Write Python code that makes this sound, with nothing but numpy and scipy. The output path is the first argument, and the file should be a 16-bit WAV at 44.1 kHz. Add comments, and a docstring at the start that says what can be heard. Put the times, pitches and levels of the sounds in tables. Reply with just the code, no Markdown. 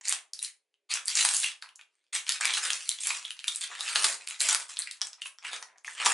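"""Small kitchen, microphone close to the table: thin baking paper is folded over food by hand.
The sheet is lifted and folded: each push of the fingers sets off a rustle of tiny buckles and sliding
paper, and larger facets snap through. After a lull just before 2 s the creasing goes on. Near 4 s the
hardest snaps come as the tucked fold bumps the parcel on the table; lighter touches lead to a last push
and bump at 6 s. Throughout, a hard surface nearby and the room throw the sound back over a faint hiss."""
import sys
import numpy as np
from scipy import signal
from scipy.fft import rfft, irfft
from scipy.io import wavfile
from scipy.ndimage import uniform_filter1d

SR = 44100
rng = np.random.default_rng(int(sys.argv[2]) if len(sys.argv) > 2 else 0)


def waveform_to_disk(signal):
    """Save audio, clipped to [-1, 1], as 16-bit WAV at the path in sys.argv[1]."""
    frames = np.transpose(np.atleast_2d(signal))
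    scaled = np.clip(frames, -1, 1) * 32767
    samples = np.round(scaled).astype(np.int16)
    wavfile.write(sys.argv[1], SR, samples)


N = 270333

# facets snapping through:
# (time [s], relative energy [dB], die-away time [ms], tilt [dB/octave], facet pitch [Hz])
FACET_SNAPS = [(0.012, -39, 3.8, -5, 6800), (0.0836, -16, 0.73, 15, 6600), (0.0945, -14.5, 0.37, 9, 8700),
               (0.1251, -14, 1.2, -1, 8500), (0.3346, -25, 1.1, 9, 4720), (0.3912, -28, 1.8, 10, 3900),
               (0.4282, -19.5, 1.3, 3.5, 9400), (0.4472, -24, 2.1, 10, 4020), (0.7412, -59.5, 1, 1, 2930),
               (0.9394, -16.5, 1, 10, 6060), (1.057, -25, 0.6, 4, 7950), (1.0818, -15, 0.85, 15, 4660),
               (1.1537, -15, 2.8, 3, 6550), (1.1722, -14, 2.5, 1, 4870), (1.2091, -14, 4.1, 1, 4010),
               (1.25, -10, 2.2, 0, 8800), (1.2895, -16, 1.4, -2.5, 7350), (1.3386, -18.5, 1, -3.5, 8800),
               (1.367, -15, 0.57, 4, 6740), (1.401, -19, 1.5, 16, 6660), (1.444, -15, 2.5, 3, 2700),
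               (1.624, -31, 0.73, 4.5, 4440), (1.625, -33.5, 1.6, 2.5, 1570), (1.6896, -41, 2.7, 2, 2840),
               (1.7581, -39, 1.3, 9, 6400), (1.7931, -41, 3.9, -0.5, 2270), (1.8123, -40, 1.2, 0.5, 2750),
               (2.267, -29, 2, 3.5, 2600), (2.2927, -13.5, 1.1, 2, 3100), (2.3213, -18.5, 1.7, 7, 5000),
               (2.4098, -18.5, 2.9, -6.5, 7650), (2.4105, -21, 4.7, 5, 1600), (2.4545, -12, 1.1, 1, 2300),
               (2.5384, -16.5, 1.5, 9, 3320), (2.5748, -20.5, 0.46, -2, 2750),
               (2.7039, -14.5, 2, 1.1, 2920), (2.733, -18.5, 0.29, 4, 5740),
               (2.892, -12.5, 0.92, 8.5, 3700), (2.9157, -23.5, 1.4, -1.5, 4120),
               (2.9869, -30, 1.8, 1, 3400), (3.0541, -28, 1.8, 0.5, 3080),
               (3.0713, -14.5, 0.26, 20.5, 5700), (3.1051, -18, 1.8, -2, 2300), (3.2509, -24, 1.8, 1, 3470),
               (3.3064, -24, 1.1, 6, 2890), (3.392, -30.5, .6, 3, 3130), (3.4425, -25, 0.93, 4.5, 2360),
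               (3.4806, -13.5, 4.2, 2, 3600), (3.5598, -20, 0.47, 3.5, 8400), (3.6099, -24.5, 3.9, 0, 8550),
               (3.752, -31, 1.2, 3.5, 1860), (3.808, -20.5, 1, 10, 3960), (3.9584, -10, 3.3, -3.5, 4400),
               (4.033, -25, .6, -5.5, 5540), (4.0428, -9, 8.7, 0.5, 4700), (4.0449, -11.5, 2.2, -4, 3870),
               (4.2747, -24.5, 0.51, 6.5, 2270), (4.287, -26, 0.86, 2, 8200),
               (4.3013, -31.5, 1.2, 17.5, 1990), (4.4053, -15, 0.43, 15, 4000),
               (4.4186, -15.5, 0.47, 19, 8340), (4.4894, -14.5, 1.4, 11.5, 6800),
               (4.5286, -13.5, 3.6, -3, 8650), (4.548, -11.5, 0.4, 0, 8800),
               (4.7706, -24.5, 1.9, -0.5, 3850), (4.7906, -17, 0.53, 18, 7940),
               (4.8206, -24.5, 2.3, 9, 4140), (4.9119, -26.5, 0.95, 8, 3900), (5.0163, -15, 1.7, -1, 5390),
               (5.0704, -28.5, 0.97, -4, 7560), (5.132, -34, 0.54, -1.5, 5200),
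               (5.2189, -23.5, 3.4, 5, 2980), (5.2579, -27.5, 3.6, -5, 2660),
               (5.3857, -39, 1.4, -4.5, 5650), (5.4496, -25, 4, -1, 2300), (5.6264, -29.5, 3, -7.5, 6400),
               (5.783, -46, 1.8, 0.5, 6120), (5.8472, -31, 1.6, 2, 2080), (5.879, -25.5, 3.3, -8, 1850),
               (6.0603, -10.5, 3.5, -1.5, 2560)]
# a gentle buckle flips one facet and rings at its pitch; a hard one flips many and is broad:
# (relative energy [dB], facet prominence [dB])
FACET_RING = [(-52, 35.5), (-14.5, 32.5), (-19, 19), (-10.5, 10)]
# pushes of the fingers:
# (start [s], rise [s], hold [s], relative level [dB], tilt [dB/octave], flexing of the sheet [dB])
FINGER_PUSHES = [(0.019, 0.044, 0.083, -39.5, -3, -8.5), (0.331, .008, .02, -51, 4.5, 11),
                 (0.395, 0.029, .02, -43, -0.5, -20), (0.889, 0.018, .05, -33.5, -4, -8),
                 (1.058, 0.02, .07, -38, -1.5, -11), (1.104, .08, 0.12, -29.5, -0.35, -7),
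                 (1.28, 0.054, 0.1, -34.5, 5, 5), (1.414, 0.019, 0.053, -37.5, -5.5, -23),
                 (1.615, 0.018, 0.017, -58.5, -9.5, 0), (1.875, 0.046, 0.17, -81.5, -4, -6),
                 (2.125, .006, 0.031, -30.5, -1.54, -7), (2.254, .03, 0.067, -37, -6, -24.5),
                 (2.39, 0.039, 0.12, -34, -7.5, -14), (2.506, .04, 0.033, -34, -2.5, -3),
                 (2.607, 0.028, 0.038, -32, -2.5, -3), (2.706, .025, .03, -37, -0.5, -3),
                 (2.78, .02, 0.17, -45.5, -2, -18.5), (2.992, .015, .05, -38, 3, -1),
                 (3.043, 0.019, 0.11, -37, -2, -6), (3.18, 0.0067, .12, -51, -3.5, -19.5),
                 (3.329, .02, .08, -60.5, -7.5, -25), (3.435, 0.046, 0.14, -47, -0.5, -13),
                 (3.60, .02, 0.016, -38.5, -4, -18), (3.663, 0.046, 0.063, -47.5, -7, -5),
                 (3.73, 0.14, 0.063, -36, -2.5, -1), (3.947, 0.0057, 0.039, -30.5, 1.5, 9.5),
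                 (4.006, 0.014, 0.11, -33.5, 1.5, 9.5), (4.186, 0.0073, .05, -52.5, -5.5, -9),
                 (4.269, .025, 0.057, -47.5, -6, -15), (4.385, 0.024, 0.043, -31, 1.5, 5.5),
                 (4.468, 0.018, 0.01, -27.5, -2.5, -6), (4.58, .025, 0.011, -42, -0.5, 2.5),
                 (4.677, 0.017, 0.019, -43.5, 1, -1), (4.777, 0.016, 0.08, -48, -8, -20),
                 (4.901, 0.032, 0.022, -57.5, -4, -5), (5.024, .006, 0.029, -50.5, 4, 10.5),
                 (5.176, 0.011, 0.033, -61.5, -13.5, -16), (5.237, 0.02, 0.0069, -45, 7, 4.5),
                 (5.405, 0.067, 0.021, -43, -7.5, -10), (5.499, 0.03, .02, -38.5, -4.5, -1.5),
                 (5.60, 0.0065, 0.018, -58, 19.5, 11.5), (5.67, .02, .09, -68, -13.5, 0),
                 (5.849, .012, 0.17, -49.5, 0, 3), (5.939, 0.056, .05, -37.5, -7.5, -7.5),
                 (6.021, 0.042, .07, -29.5, -1, 8)]
# colour of the rustle: (frequency [Hz], relative level [dB])
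PAPER_SPECTRUM = [(18, -80.5), (30, -43.5), (96, -36), (187, -36), (284, -34), (338, -27.5), (422, -20),
                  (567, -18.5), (782, -11), (1160, -5.5), (2560, 0.5), (5930, -1.5), (8590, 2.5),
                  (10200, -2), (11000, -8.5), (14300, -31.5), (22000, -120)]
# the parcel bumping the table: (time [s], peak level [dB])
PARCEL_BUMPS = [(3.9573, -50), (4.045, -47.5), (6.062, -45.5)]
# dull ring of parcel and table: (frequency [Hz], relative level [dB], time to fall 60 dB [s])
TABLE_MODES = [(98, -14, .2), (253, -18, 0.098), (284.5, 9.5, 0.065), (427, 13.5, 0.11), (520, -5.5, 0.038)]
# early reflections at the microphone: (delay [ms], level [dB])
REFLECTIONS = [(1.2, -28), (7.2, -22), (8.0, -22), (8.9, -26.5), (14.3, -22.5)]
# kitchen reverberation: (frequency [Hz], time to fall 60 dB [s])
KITCHEN_DECAY = [(250, 0.38), (700, 0.35), (1800, 0.24), (4600, 0.2), (10000, 0.2)]
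# colour of the quiet kitchen air: (frequency [Hz], relative level [dB])
AIR_SPECTRUM = [(20, -19), (60, -17.5), (200, -17.5), (400, 6.5), (1300, -12), (2100, -1.5), (5400, -10.5),
                (11000, -12)]

# a snap sets off smaller buckles around it, beginning just before it gives way
AVALANCHE_DB, AVALANCHE_LEAD_S = -11, 0.0085
# the whole band sounds up to the first edge, a faint sheen up to the second
EDGE_HZ, TOP_HZ = 11150, 15800


def snaps(level_db=-1.74, low_hz=1000, leak_db=-42, facet_width=0.062, shared_ring=0.31, crack=3.6):
    """A facet flips with a crack and a dying shiver, coloured by its ring; neighbours crackle along."""
    out, size = np.zeros(N), 2048
    hz, ms = np.fft.rfftfreq(size, 1 / SR), np.arange(size) / SR * 1000
    shivers = rng.standard_normal((len(FACET_SNAPS), size))
    # a small facet radiates little bass
    radiated_db = 10 * np.log10(hz ** 6 / (hz ** 6 + low_hz ** 6) + gain_of(leak_db) ** 2)
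    for (s, db, die_ms, tilt, facet_hz), shiver in zip(FACET_SNAPS, shivers):
        burst = shiver * np.exp(-ms / die_ms)
        burst[0] += crack * np.sign(shiver[0])
        prominence = gain_of(np.interp(db, *np.transpose(FACET_RING)))
        detuning = (hz - facet_hz) / (facet_width * facet_hz)
        ring_db = 10 * np.log10(1 + prominence ** 2 / (1 + detuning ** 2))
        sheet_db = radiated_db + tilt * octaves(hz)
        snap = signal.fftconvolve(burst, minimum_phase(sheet_db + ring_db))[:size]
        neighbours = signal.fftconvolve(avalanche(), minimum_phase(sheet_db + shared_ring * ring_db))
        add(out, s, gain_of(db + level_db) * unit_energy(snap))
        add(out, s - AVALANCHE_LEAD_S, gain_of(db + AVALANCHE_DB) * unit_energy(neighbours))
    return out


def avalanche(build_s=0.0053, fade_s=0.011, spread_db=4, die_ms=0.4, count=24, size=2600):
    """A cluster of tiny buckles builds up to the snap and thins out after it."""
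    onsets = rng.integers(0, size, count)
    since_snap = onsets / SR - AVALANCHE_LEAD_S
    sizes = np.exp(np.minimum(since_snap / build_s, -since_snap / fade_s))
    sizes *= gain_of(spread_db * rng.standard_normal(count))
    power = die_away(np.bincount(onsets, sizes ** 2, size), die_ms)
    return np.sqrt(power) * rng.standard_normal(size)


def rustle(level_db=3.0, patchy_db=3.5, flex_hz=1400):
    """Tiny buckles and sliding paper excite facets whose resonances shift as the sheet bends."""
    t = np.arange(0, N + 256, 128) / SR
    effort, tilt, flex_db = finger_pushes(t)
    effort = np.interp(np.arange(N) / SR, t, effort)
    hz, frames, spectra = signal.stft(buckle_and_slide(effort), SR, nperseg=512, noverlap=384)
    drift = uniform_filter1d(rng.standard_normal(spectra.T.shape), size=12, axis=0)
    facets = unit_rms(uniform_filter1d(drift, size=7, axis=1))
    # broad flexing of the sheet adds body under the crinkle
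    body = 1 / (1 + (hz / flex_hz) ** 4)
    bend_db = np.outer(tilt, octaves(hz)) + np.outer(flex_db, body)
    colour = gain_of(curve_at(PAPER_SPECTRUM, hz) + bend_db[:len(frames)] + patchy_db * facets)
    colour /= np.sqrt(np.mean(colour ** 2, axis=1, keepdims=True))
    crinkle = signal.istft(spectra * colour.T, SR, nperseg=512, noverlap=384)[1][:N]
    return unit_rms(crinkle) * gain_of(level_db) * effort


def finger_pushes(t, sag_db_per_s=38, settle_db_per_s=337.5):
    """Each push swells, sags while the fingers press and dies as the sheet settles."""
    start, rise, hold, db, tilt, flex_db = np.transpose(FINGER_PUSHES)[:, :, None]
    swell = np.clip((t - start) / rise, 0, 1) ** 2
    held = np.maximum(t - start - rise, 0)
    fall_db = sag_db_per_s * held + settle_db_per_s * np.maximum(held - hold, 0)
    power = (swell * gain_of(db - fall_db)) ** 2 + 1e-20
    share = power / power.sum(0)  # overlapping pushes share the colour by power
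    return np.sqrt(power.sum(0)), (share * tilt).sum(0), (share * flex_db).sum(0)


def buckle_and_slide(effort, buckles_per_s=1300, full_push_db=-32, spread_db=4, slide_db=-5, clump_db=1.9):
    """Clumps of tiny buckles over the hiss of sliding paper; a light touch gives fewer of them."""
    busy = np.clip(effort / gain_of(full_push_db), .03, 1) ** .45
    sizes = gain_of(spread_db * np.minimum(rng.exponential(1, N), 4))
    sizes *= rng.random(N) < busy * buckles_per_s / SR
    power = die_away(sizes ** 2 / busy, die_ms=0.98)
    crackle = np.sqrt(power / power.mean() + gain_of(slide_db) ** 2) * rng.standard_normal(N)
    clumps = uniform_filter1d(uniform_filter1d(rng.standard_normal(N), size=400), size=300)
    return crackle * gain_of(clump_db * unit_rms(clumps))


def bumps(attack_s=0.006):
    """Parcel and table give a soft low knock as the wrapped food is pressed down."""
    out, t = np.zeros(N), np.arange(SR // 4) / SR
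    ring = sum(gain_of(db - 60 * t / t60) * np.sin(2 * np.pi * hz * t) for hz, db, t60 in TABLE_MODES)
    ring *= np.minimum(t / attack_s, 1)
    for s, db in PARCEL_BUMPS:
        add(out, s, gain_of(db) * ring / abs(ring).max())
    return out


def kitchen(direct, tail_db=-4.5, side_db=-7.5, first_ms=5.5, wander_hz=4, wide_hz=400, spots=6):
    """Direct sound, early reflections and a short tail that changes as the sound wanders over the sheet."""
    t = np.arange(SR // 2) / SR
    taps = rng.standard_normal((spots, 2, len(t))) * (t > first_ms / 1000)
    hz, when, spectra = signal.stft(taps, SR, nperseg=256)
    decay = gain_of(-60 * when / curve_at(KITCHEN_DECAY, hz)[:, None])
    tails = signal.istft(spectra * decay, SR, nperseg=256)[1]
    tails *= gain_of(tail_db) / np.linalg.norm(tails[0, 0])
    # each spot on the sheet feeds its own tail in turn
    turns = wander_hz * np.arange(N) / SR - np.arange(spots)[:, None] / spots
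    nearness = np.maximum(np.cos(2 * np.pi * turns), 0)
    nearness /= np.linalg.norm(nearness, axis=0)
    mid, side = signal.fftconvolve((direct * nearness)[:, None], tails, axes=2).sum(0)[:, :N]
    for k, (ms, db) in enumerate(REFLECTIONS):
        add(mid, ms / 1000, gain_of(db) * direct)
        add(side, ms / 1000, (-1) ** k * gain_of(db) * direct)
    # the bass reaches both sides alike
    side = signal.lfilter(*signal.butter(1, wide_hz, "high", fs=SR), side)
    return direct + mid + gain_of(side_db) * np.array([side, -side])


def room_tone(level_db=-91):
    """Faint steady hiss of the kitchen air."""
    colour = gain_of(curve_at(AIR_SPECTRUM, np.fft.rfftfreq(N, 1 / SR)))
    return gain_of(level_db) * unit_rms(irfft(rfft(rng.standard_normal(N)) * colour, N))


def gain_of(db):
    """Decibels to amplitude."""
    return 10 ** (np.asarray(db) / 20)


def unit_rms(x):
    """Scales to rms 1."""
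    return x / np.sqrt(np.mean(x ** 2) + 1e-20)


def unit_energy(x):
    """Scales to the energy of rms 1 held for 1 ms, counted below EDGE_HZ."""
    power = abs(rfft(x)[np.fft.rfftfreq(len(x), 1 / SR) < EDGE_HZ]) ** 2
    return x / np.sqrt(2 * power.sum() / len(x) * 1000 / SR + 1e-20)


def die_away(power, die_ms):
    """Gives each pulse of power a tail whose amplitude falls to 1/e in die_ms."""
    return signal.lfilter([1], [1, -np.exp(-2000 / (die_ms * SR))], power)


def curve_at(points, hz):
    """Reads a table on a log-frequency axis."""
    f, value = np.transpose(points)
    return np.interp(np.log(hz + 1), np.log(f + 1), value)


def octaves(hz):
    """Octaves from the middle of the paper's range; tilt stops acting in the bass."""
    return np.log2(np.maximum(hz, 1100) / 4000)


def minimum_phase(db):
    """Causal impulse response of a dB spectrum."""
    cepstrum = irfft(np.log(gain_of(np.maximum(db, -100))))
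    half = len(cepstrum) // 2
    cepstrum[1:half] *= 2
    cepstrum[half + 1:] = 0
    return irfft(np.exp(rfft(cepstrum)))


def add(mix, s, sound):
    """Mixes a sound in at s seconds."""
    part = mix[max(round(s * SR), 0):][:len(sound)]
    part += sound[:len(part)]


def scene():
    """Paper, table and room tone, in stereo from close by."""
    return kitchen(snaps() + rustle() + bumps() + room_tone())


def record(dry, sheen_db=-43):
    """The recorder's steep band limit, with a faint sheen above it."""
    band, top = (signal.firwin(255, hz, window=("kaiser", 9), fs=SR) for hz in (EDGE_HZ, TOP_HZ))
    return signal.oaconvolve(dry, (band + gain_of(sheen_db) * top)[None], "same")


dry = scene()
out = record(dry)
waveform_to_disk(out)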